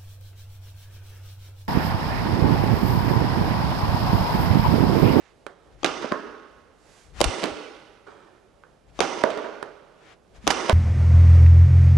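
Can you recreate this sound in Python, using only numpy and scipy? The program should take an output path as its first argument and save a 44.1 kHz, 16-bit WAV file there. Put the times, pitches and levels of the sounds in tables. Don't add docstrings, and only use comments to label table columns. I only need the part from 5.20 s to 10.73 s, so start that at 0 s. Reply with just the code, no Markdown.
import sys
import numpy as np
from scipy import signal
from scipy.fft import rfft, irfft
from scipy.io import wavfile

SR = 44100
rng = np.random.default_rng(int(sys.argv[2]) if len(sys.argv) > 2 else 0)


def unload_wav(signal):
    wavfile.write(
        sys.argv[1],
        SR,
        np.round(np.clip(np.atleast_2d(signal).T, -1, 1) * 32767).astype(np.int16),
    )


N = 243866

# (frequency [Hz], level [dB])
VENTILATION = [(20, -13), (60, -8.5), (150, -1.5), (300, -4), (450, -0.5), (700, -5.5), (1200, -15),
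               (2100, -20), (6000, -26.5), (12000, -35)]
LAPEL_RUMBLE = [(15, -25.5), (35, -3), (60, -2), (120, -10.5), (300, -29.5), (1000, -57), (4000, -82)]
SWISH_SPECTRUM = [(200, -11), (600, 6.5), (1800, 6), (3500, 0), (7000, -2.5), (12000, -17)]
CRACK_SPECTRUM = [(300, -2), (1000, -17), (2000, 2), (3500, -11.5), (6500, -8.5), (10000, -12.5),
                  (13000, -33.5)]
# (frequency [Hz], level [dB])
WIND = [(15, -35.5), (30, -8), (50, 3.5), (80, -5), (120, -8), (300, -20), (1000, -56), (4000, -86.5)]
REFLECTIONS = [(150, -3.5), (400, 2.5), (1500, 1.5), (4000, -4.5), (10000, -11)]
# (rate [Hz], level [dB])
WANDER = [(1, -94.5), (3, 93.5), (12, 12), (40, -120)]
CLUMPS = [(10, -5.5), (150, -12), (400, -31), (1500, -75)]
# (frequency [Hz], level [dB], t60 [s])
HALL_BANDS = [(61.5, -16, 1.0), (126.5, -5, 1.6), (218, 9.5, 0.91), (333, 3, 1.44), (700, 2.5, 1.37),
              (1240, -1, 1.61), (2430, 1, 1.465), (5000, -1.5, 1.3), (8240, -1.5, 0.95),
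              (11500, -15.5, 2.2)]
# (frequency [Hz], spread [dB])
TAIL_RIPPLE = [(300, 5.5), (1500, 4), (7000, 6)]
# (frequency [Hz], level [dB], t60 [s])
BAT_MODES = [(327.7, -2.5, 0.023), (503, -3, 0.035), (539, 1.5, 0.022), (800, 3.5, 0.011),
             (1154, -6.5, 0.017), (1400, -3.5, 0.0045), (2448, -12.5, 0.013), (2700, -27, 0.015),
             (3304, -9.5, 0.011), (4830, -17, 0.012), (5970, -11, 0.0067), (6600, -21, 0.016)]
WALL_MODES = [(240.5, -2.5, 0.03), (410, 2.5, 0.02), (629, 0.5, 0.034), (956, -3, 0.044), (1100, 1, 0.019),
              (1532, 6.5, 0.0052), (1884, 0, 0.0089), (2380, -25.5, 0.0088)]
BALL_MODES = [(352, 8, 0.01), (532, 8, 0.0071), (830, 3.5, 0.0066), (1360, 9.5, 0.0038), (1813, -6, 0.012)]
FRAME_MODES = [(1087, 0, 1.05), (1270, -7, 1.1), (1669, -10, .75), (1814, -17, 1.2)]
# (peak time [s], rise [s], fall [s], camera [dB], lapel [dB], treble [dB])
BACKLIFT_RUSTLES = [(0.06, 0.27, 0.074, -55, -69, -10), (1.79, 0.17, 0.12, -54, -63, 5.5),
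                    (4.925, 0.11, 0.021, -55.5, -50.5, -11.5)]
# (stride rustle [dB], camera swish [dB], lapel swish [dB], wind [dB], follow wind [dB])
SWING_LEVELS = [(-65, -50.5, -56.5, -45, -58), (-76, -43.5, -36.5, -34.5, -17.5),
                (-65.5, -49.5, -48.5, -47, -59), (-55, -47, -48, -39, -41)]
# (delay [s], half length [s], level [dB])
BUFFETS = [(0.064, .018, -5.5), (0.31, 0.017, -22)]
# (time [s], level [dB], bass [dB], upper modes [dB], crack [dB], room [dB], lapel [dB])
TURF_BOUNCES = [(.2658, -17.5, -15.5, -5, -16, -14, -39), (2.8670, -41.5, -8, -2.5, -18.5, 17.5, 1),
                (3.4368, -32, 9, 26, -49, -12, -29), (4.4275, -12, -16, -5, -19, -16, -11)]
WALL_THUDS = [(.8235, -21, 6.5, 10, -14.5, -1, -18), (.8440, -11.5, 0, -9, -30, -16.5, -30),
              (.9211, -3.5, 6, 4.5, -24.5, -13, -12.5), (2.2335, -18, 4.5, -4.5, -8.5, 1, -3),
              (2.2395, -11, 10, -1, -6.5, -15.5, -28), (2.2565, -18, 0.5, -8.5, -9, -5.5, -16),
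              (4.0375, 3.5, -5.5, -5, -22.5, -12, -33.5), (4.1040, -23.5, -11.5, -18, -7.5, 0, -14),
              (4.1745, -20.5, 3.5, 1, -13.5, -1.5, -9), (4.2455, -19, -4, -1.5, -28.5, -2, -6),
              (5.4957, 2.5, -11.5, -3, -13, -13, -16.5), (5.5055, -12.5, 6.5, 4, -16, -20, 0)]
# (time at the camera [s], level [dB], bass [dB], upper modes [dB], crack [dB],
# crack treble [dB], early reflections [dB], hall [dB], lapel lead [s], lapel [dB])
BAT_STROKES = [(.6453, -1.5, 10, 13, -10, -6.5, -3, -6, 0.014, -12.5),
               (2.0136, -1, -0.5, 3.5, -6, 3.5, -19, -5.5, .0087, -4.5),
               (3.8047, 0, 3.5, 8, -10.5, -5, -3.5, -4.5, .0143, -11.5),
               (5.2761, 2, 5.5, 11, -8.5, -1.5, -13, -5, 0.0074, -11.5)]
# (level [dB], smear t60 [s])
WALL_SLAP_DELAYS = [.0162, .0283, .0122, .0283]
WALL_SLAPS = [(-8, 0.0052), (0, 0.022), (-25, 0.019), (-0.5, 0.052)]


def amp(db):
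    return 10 ** (np.asarray(db) / 20)


def fade(t, t60):
    return np.exp(-np.log(1000) * t / t60)


def bump(t, half_s):
    return np.exp(-(t / half_s) ** 2)


def along(hz, points):
    f, value = np.transpose(points)
    return np.interp(np.log(np.maximum(hz, 1)), np.log(f), value)


def noise(points, size, treble_db=0):
    hz = np.arange(size // 2 + 1) * SR / size
    db = along(hz, points) + along(hz, [(3000, 0.0014), (10000, treble_db)])
    x = irfft(rfft(rng.standard_normal(size)) * amp(db), size)
    return x / x.std()


def unit(x):
    return x / np.sqrt(np.sum(x ** 2))


def add(track, s, x):
    i = int(np.clip(s * SR, 0, N - 1))
    track[i:i + len(x)] += x[:N - i]


def room_tone(camera_db=-56.5, lapel_db=-64, rumble_db=-63.5, wander_db=1):
    swell = amp(wander_db * noise(WANDER, N))
    lapel = amp(lapel_db) * noise(VENTILATION, N) + amp(rumble_db) * noise(LAPEL_RUMBLE, N)
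    camera = amp(camera_db) * noise(VENTILATION, N)
    return swell * np.array([lapel, camera])


def tail_ripple(hz, count=420):
    uneven = np.interp(hz, np.linspace(0, SR / 2, count), rng.standard_normal(count))
    spread_db = along(hz, TAIL_RIPPLE)
    return amp(spread_db * uneven) / np.exp(np.log(amp(spread_db)) ** 2 / 2)


def hall_tail(build_s=0.015, clump_db=1.5, far_wall_s=0.2, far_width_s=0.083, far_db=3, size=72000):
    t = np.arange(size) / SR
    hz = np.arange(size // 2 + 1) * SR / size
    echoes = rng.standard_normal(size) * amp(clump_db * noise(CLUMPS, size))
    spectrum = rfft(echoes) * tail_ripple(hz)
    tail = 0
    for band_hz, db, t60 in HALL_BANDS:
        share = along(hz, [(row[0], row[0] == band_hz) for row in HALL_BANDS])
        tail = tail + amp(db) * irfft(spectrum * share, size) * fade(t, t60)
    swell = amp(far_db * bump(t - far_wall_s, far_width_s))
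    return unit(tail * swell * (1 - np.exp(-t / build_s)))


def early_reflections(t60=0.25, build_s=0.0018, grain=0.6, size=8192):
    t = np.arange(size) / SR
    echoes = noise(REFLECTIONS, size) * np.exp(grain * rng.standard_normal(size))
    return unit(echoes * fade(t, t60) * (1 - bump(t, build_s)))


def wall_slap(x, smear_s, low_hz=700, low_share=0.18, size=2048):
    t = np.arange(size) / SR
    wall = unit(rng.standard_normal(size) * fade(t, smear_s)) + (t == 0)
    thin = signal.sosfilt(signal.butter(1, low_hz, "high", fs=SR, output="sos"), x)
    return signal.fftconvolve(low_share * x + (1 - low_share) * thin, unit(wall))


def backlifts():
    t = np.arange(N) / SR
    lapel, camera = np.zeros((2, N))
    for s, rise_s, fall_s, camera_db, lapel_db, treble_db in BACKLIFT_RUSTLES:
        lift = bump(t - s, np.where(t < s, rise_s, fall_s))
        for track, db in ((camera, camera_db), (lapel, lapel_db)):
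            track += amp(db) * noise(SWISH_SPECTRUM, N, treble_db) * lift
    return np.array([lapel, camera])


def foot_stamp(s=5.24, hz=210, db=-33, t60=0.41):
    t = np.arange(N) / SR
    lapel, camera = np.zeros((2, N))
    add(camera, s, amp(db) * np.sin(2 * np.pi * hz * t) * fade(t, t60))
    return np.array([lapel, camera])


def swings(stride_lead_s=0.11, downswing_s=0.089, slowing_s=0.042, swish_power=1.4, treble_db=-3.5,
           wind_rise_db_per_s=190, wind_fall_db_per_s=131.5, stride_wind_db=-54):
    t = np.arange(N) / SR
    lapel, camera, gust = np.zeros((3, N))
    for stroke, (stride_db, camera_db, lapel_db, wind_db, follow_db) in zip(BAT_STROKES, SWING_LEVELS):
        since = t - stroke[0]
        stride = amp(stride_db) * bump(since + stride_lead_s, half_s=0.023)
        speed = np.interp(since, [-downswing_s, 0, slowing_s], [0, 1, 0])
        camera += stride + amp(camera_db) * speed ** swish_power
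        lapel += stride + amp(lapel_db) * speed ** swish_power
        gust += amp(wind_db + np.minimum(wind_rise_db_per_s * since, -wind_fall_db_per_s * since))
        gust += amp(stride_wind_db) * bump(since + stride_lead_s, half_s=0.055)
        for delay_s, half_s, db in BUFFETS:
            gust += amp(follow_db + db) * bump(since - delay_s, half_s)
    wind = gust * noise(WIND, N)
    lapel *= noise(SWISH_SPECTRUM, N, treble_db)
    camera *= noise(SWISH_SPECTRUM, N, treble_db)
    return np.array([lapel + wind, camera])


def net_frame(s=.9215, level_db=-35.5, lapel_db=-8, diffuse=0.5, size=60000):
    t = np.arange(size) / SR
    mics = np.zeros((2, N))
    for track, mic_db in zip(mics, (lapel_db, 0)):
        for hz, db, t60 in FRAME_MODES:
            wash = noise([(hz - 45, -60), (hz, 0), (hz + 45, -60)], size)
            ring = np.sin(2 * np.pi * hz * t) + diffuse * wash
            add(track, s, amp(level_db + mic_db + db) * ring * fade(t, t60))
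    return mics


def blow(modes, bass_db, upper_db, crack_db, treble_db, rise_s=.0001, floor_share=.45,
         floor_lag_s=.0013, click_hz=3200, click_db=10, detune=0.043, size=4096):
    t = np.arange(size) / SR
    ring = 0
    for k, (hz, db, t60) in enumerate(modes):
        db = db + along(hz, [(270, bass_db), (600, 0.0053), (1200, upper_db)])
        hz = hz * (1 + detune * rng.standard_normal())
        ring = ring - (-1) ** k * amp(db) * np.sin(2 * np.pi * hz * t) * fade(t, t60)
    ring = ring * (1 - np.exp(-t / rise_s))
    click = np.sin(2 * np.pi * click_hz * t) * (t < 1 / click_hz)
    crack = noise(CRACK_SPECTRUM, size, treble_db) * fade(t, t60=.014) + amp(click_db) * click
    crack = crack + floor_share * np.roll(crack, int(floor_lag_s * SR))
    return ring / np.abs(ring).max() + amp(crack_db) * crack


def radiated_pulse(modes, colour, directions=16):
    blows = [blow(modes, *colour, floor_share=0) for _ in range(directions)]
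    power = np.mean(np.abs(rfft(blows)) ** 2, axis=0)
    cepstrum = irfft(np.log(power + 1e-12) / 2)
    cepstrum[1:len(power) - 1] *= 2
    cepstrum[len(power):] = 0
    return irfft(np.exp(rfft(cepstrum)))


def impacts(rows, modes, slaps=(), camera_early_db=-3, camera_hall_db=-3,
            lapel_early_db=-13, lapel_hall_db=-12, shade_db=-11):
    lapel, camera = np.zeros((2, N))
    lapel_hall, camera_hall = hall_tail(), hall_tail()
    for k, row in enumerate(rows):
        s, db, bass_db, upper_db, crack_db, treble_db, early_db, late_db, lead_s, lapel_db = row
        colour = bass_db, upper_db, crack_db, treble_db
        pulse = amp(db) * radiated_pulse(modes, colour)
        add(camera, s, amp(db) * blow(modes, *colour))
        add(camera, s, signal.fftconvolve(pulse, amp(early_db + camera_early_db) * early_reflections()))
        add(camera, s, signal.fftconvolve(pulse, amp(late_db + camera_hall_db) * camera_hall))
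        if slaps:
            delay_s, (slap_db, smear_s) = slaps[k]
            add(camera, s + delay_s, amp(slap_db) * wall_slap(pulse, smear_s))
        shaded = blow(modes, bass_db, upper_db, crack_db + shade_db, treble_db, rise_s=0.0025)
        add(lapel, s - lead_s, amp(db + lapel_db) * shaded)
        add(lapel, s, signal.fftconvolve(pulse, amp(early_db + lapel_early_db) * early_reflections()))
        add(lapel, s, signal.fftconvolve(pulse, amp(late_db + lapel_hall_db) * lapel_hall))
    return np.array([lapel, camera])


def ball_hits(rows, modes, treble_db, near_db, lead_s, early_limit_db=14):
    hits = []
    for s, db, bass_db, upper_db, crack_db, room_db, lapel_db in rows:
        early_db = min(room_db + near_db, early_limit_db)
        hits.append((s, db, bass_db, upper_db, crack_db, treble_db, early_db, room_db, lead_s, lapel_db))
    return impacts(hits, modes)


def bat_strokes():
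    return impacts(BAT_STROKES, BAT_MODES, slaps=list(zip(WALL_SLAP_DELAYS, WALL_SLAPS)))


def scene():
    thuds = ball_hits(WALL_THUDS, WALL_MODES, treble_db=-8, near_db=3, lead_s=0.00554)
    bounces = ball_hits(TURF_BOUNCES, BALL_MODES, treble_db=-2.5, near_db=5.5, lead_s=0.00099)
    return bat_strokes() + thuds + bounces + net_frame() + backlifts() + foot_stamp() + swings() + room_tone()


def record(dry, low_cut_hz=110, ceiling=.74, bleed=.24, top_hz=11650):
    lapel, camera = dry
    camera = signal.sosfilt(signal.butter(2, low_cut_hz, "high", fs=SR, output="sos"), camera)
    lapel, camera = ceiling * np.tanh(np.array([lapel, camera]) / ceiling)
    mix = np.array([lapel + bleed * camera, camera + bleed * lapel])
    return signal.sosfilt(signal.ellip(8, .2, 65, top_hz, fs=SR, output="sos"), mix)


dry = scene()
out = record(dry)
unload_wav(out)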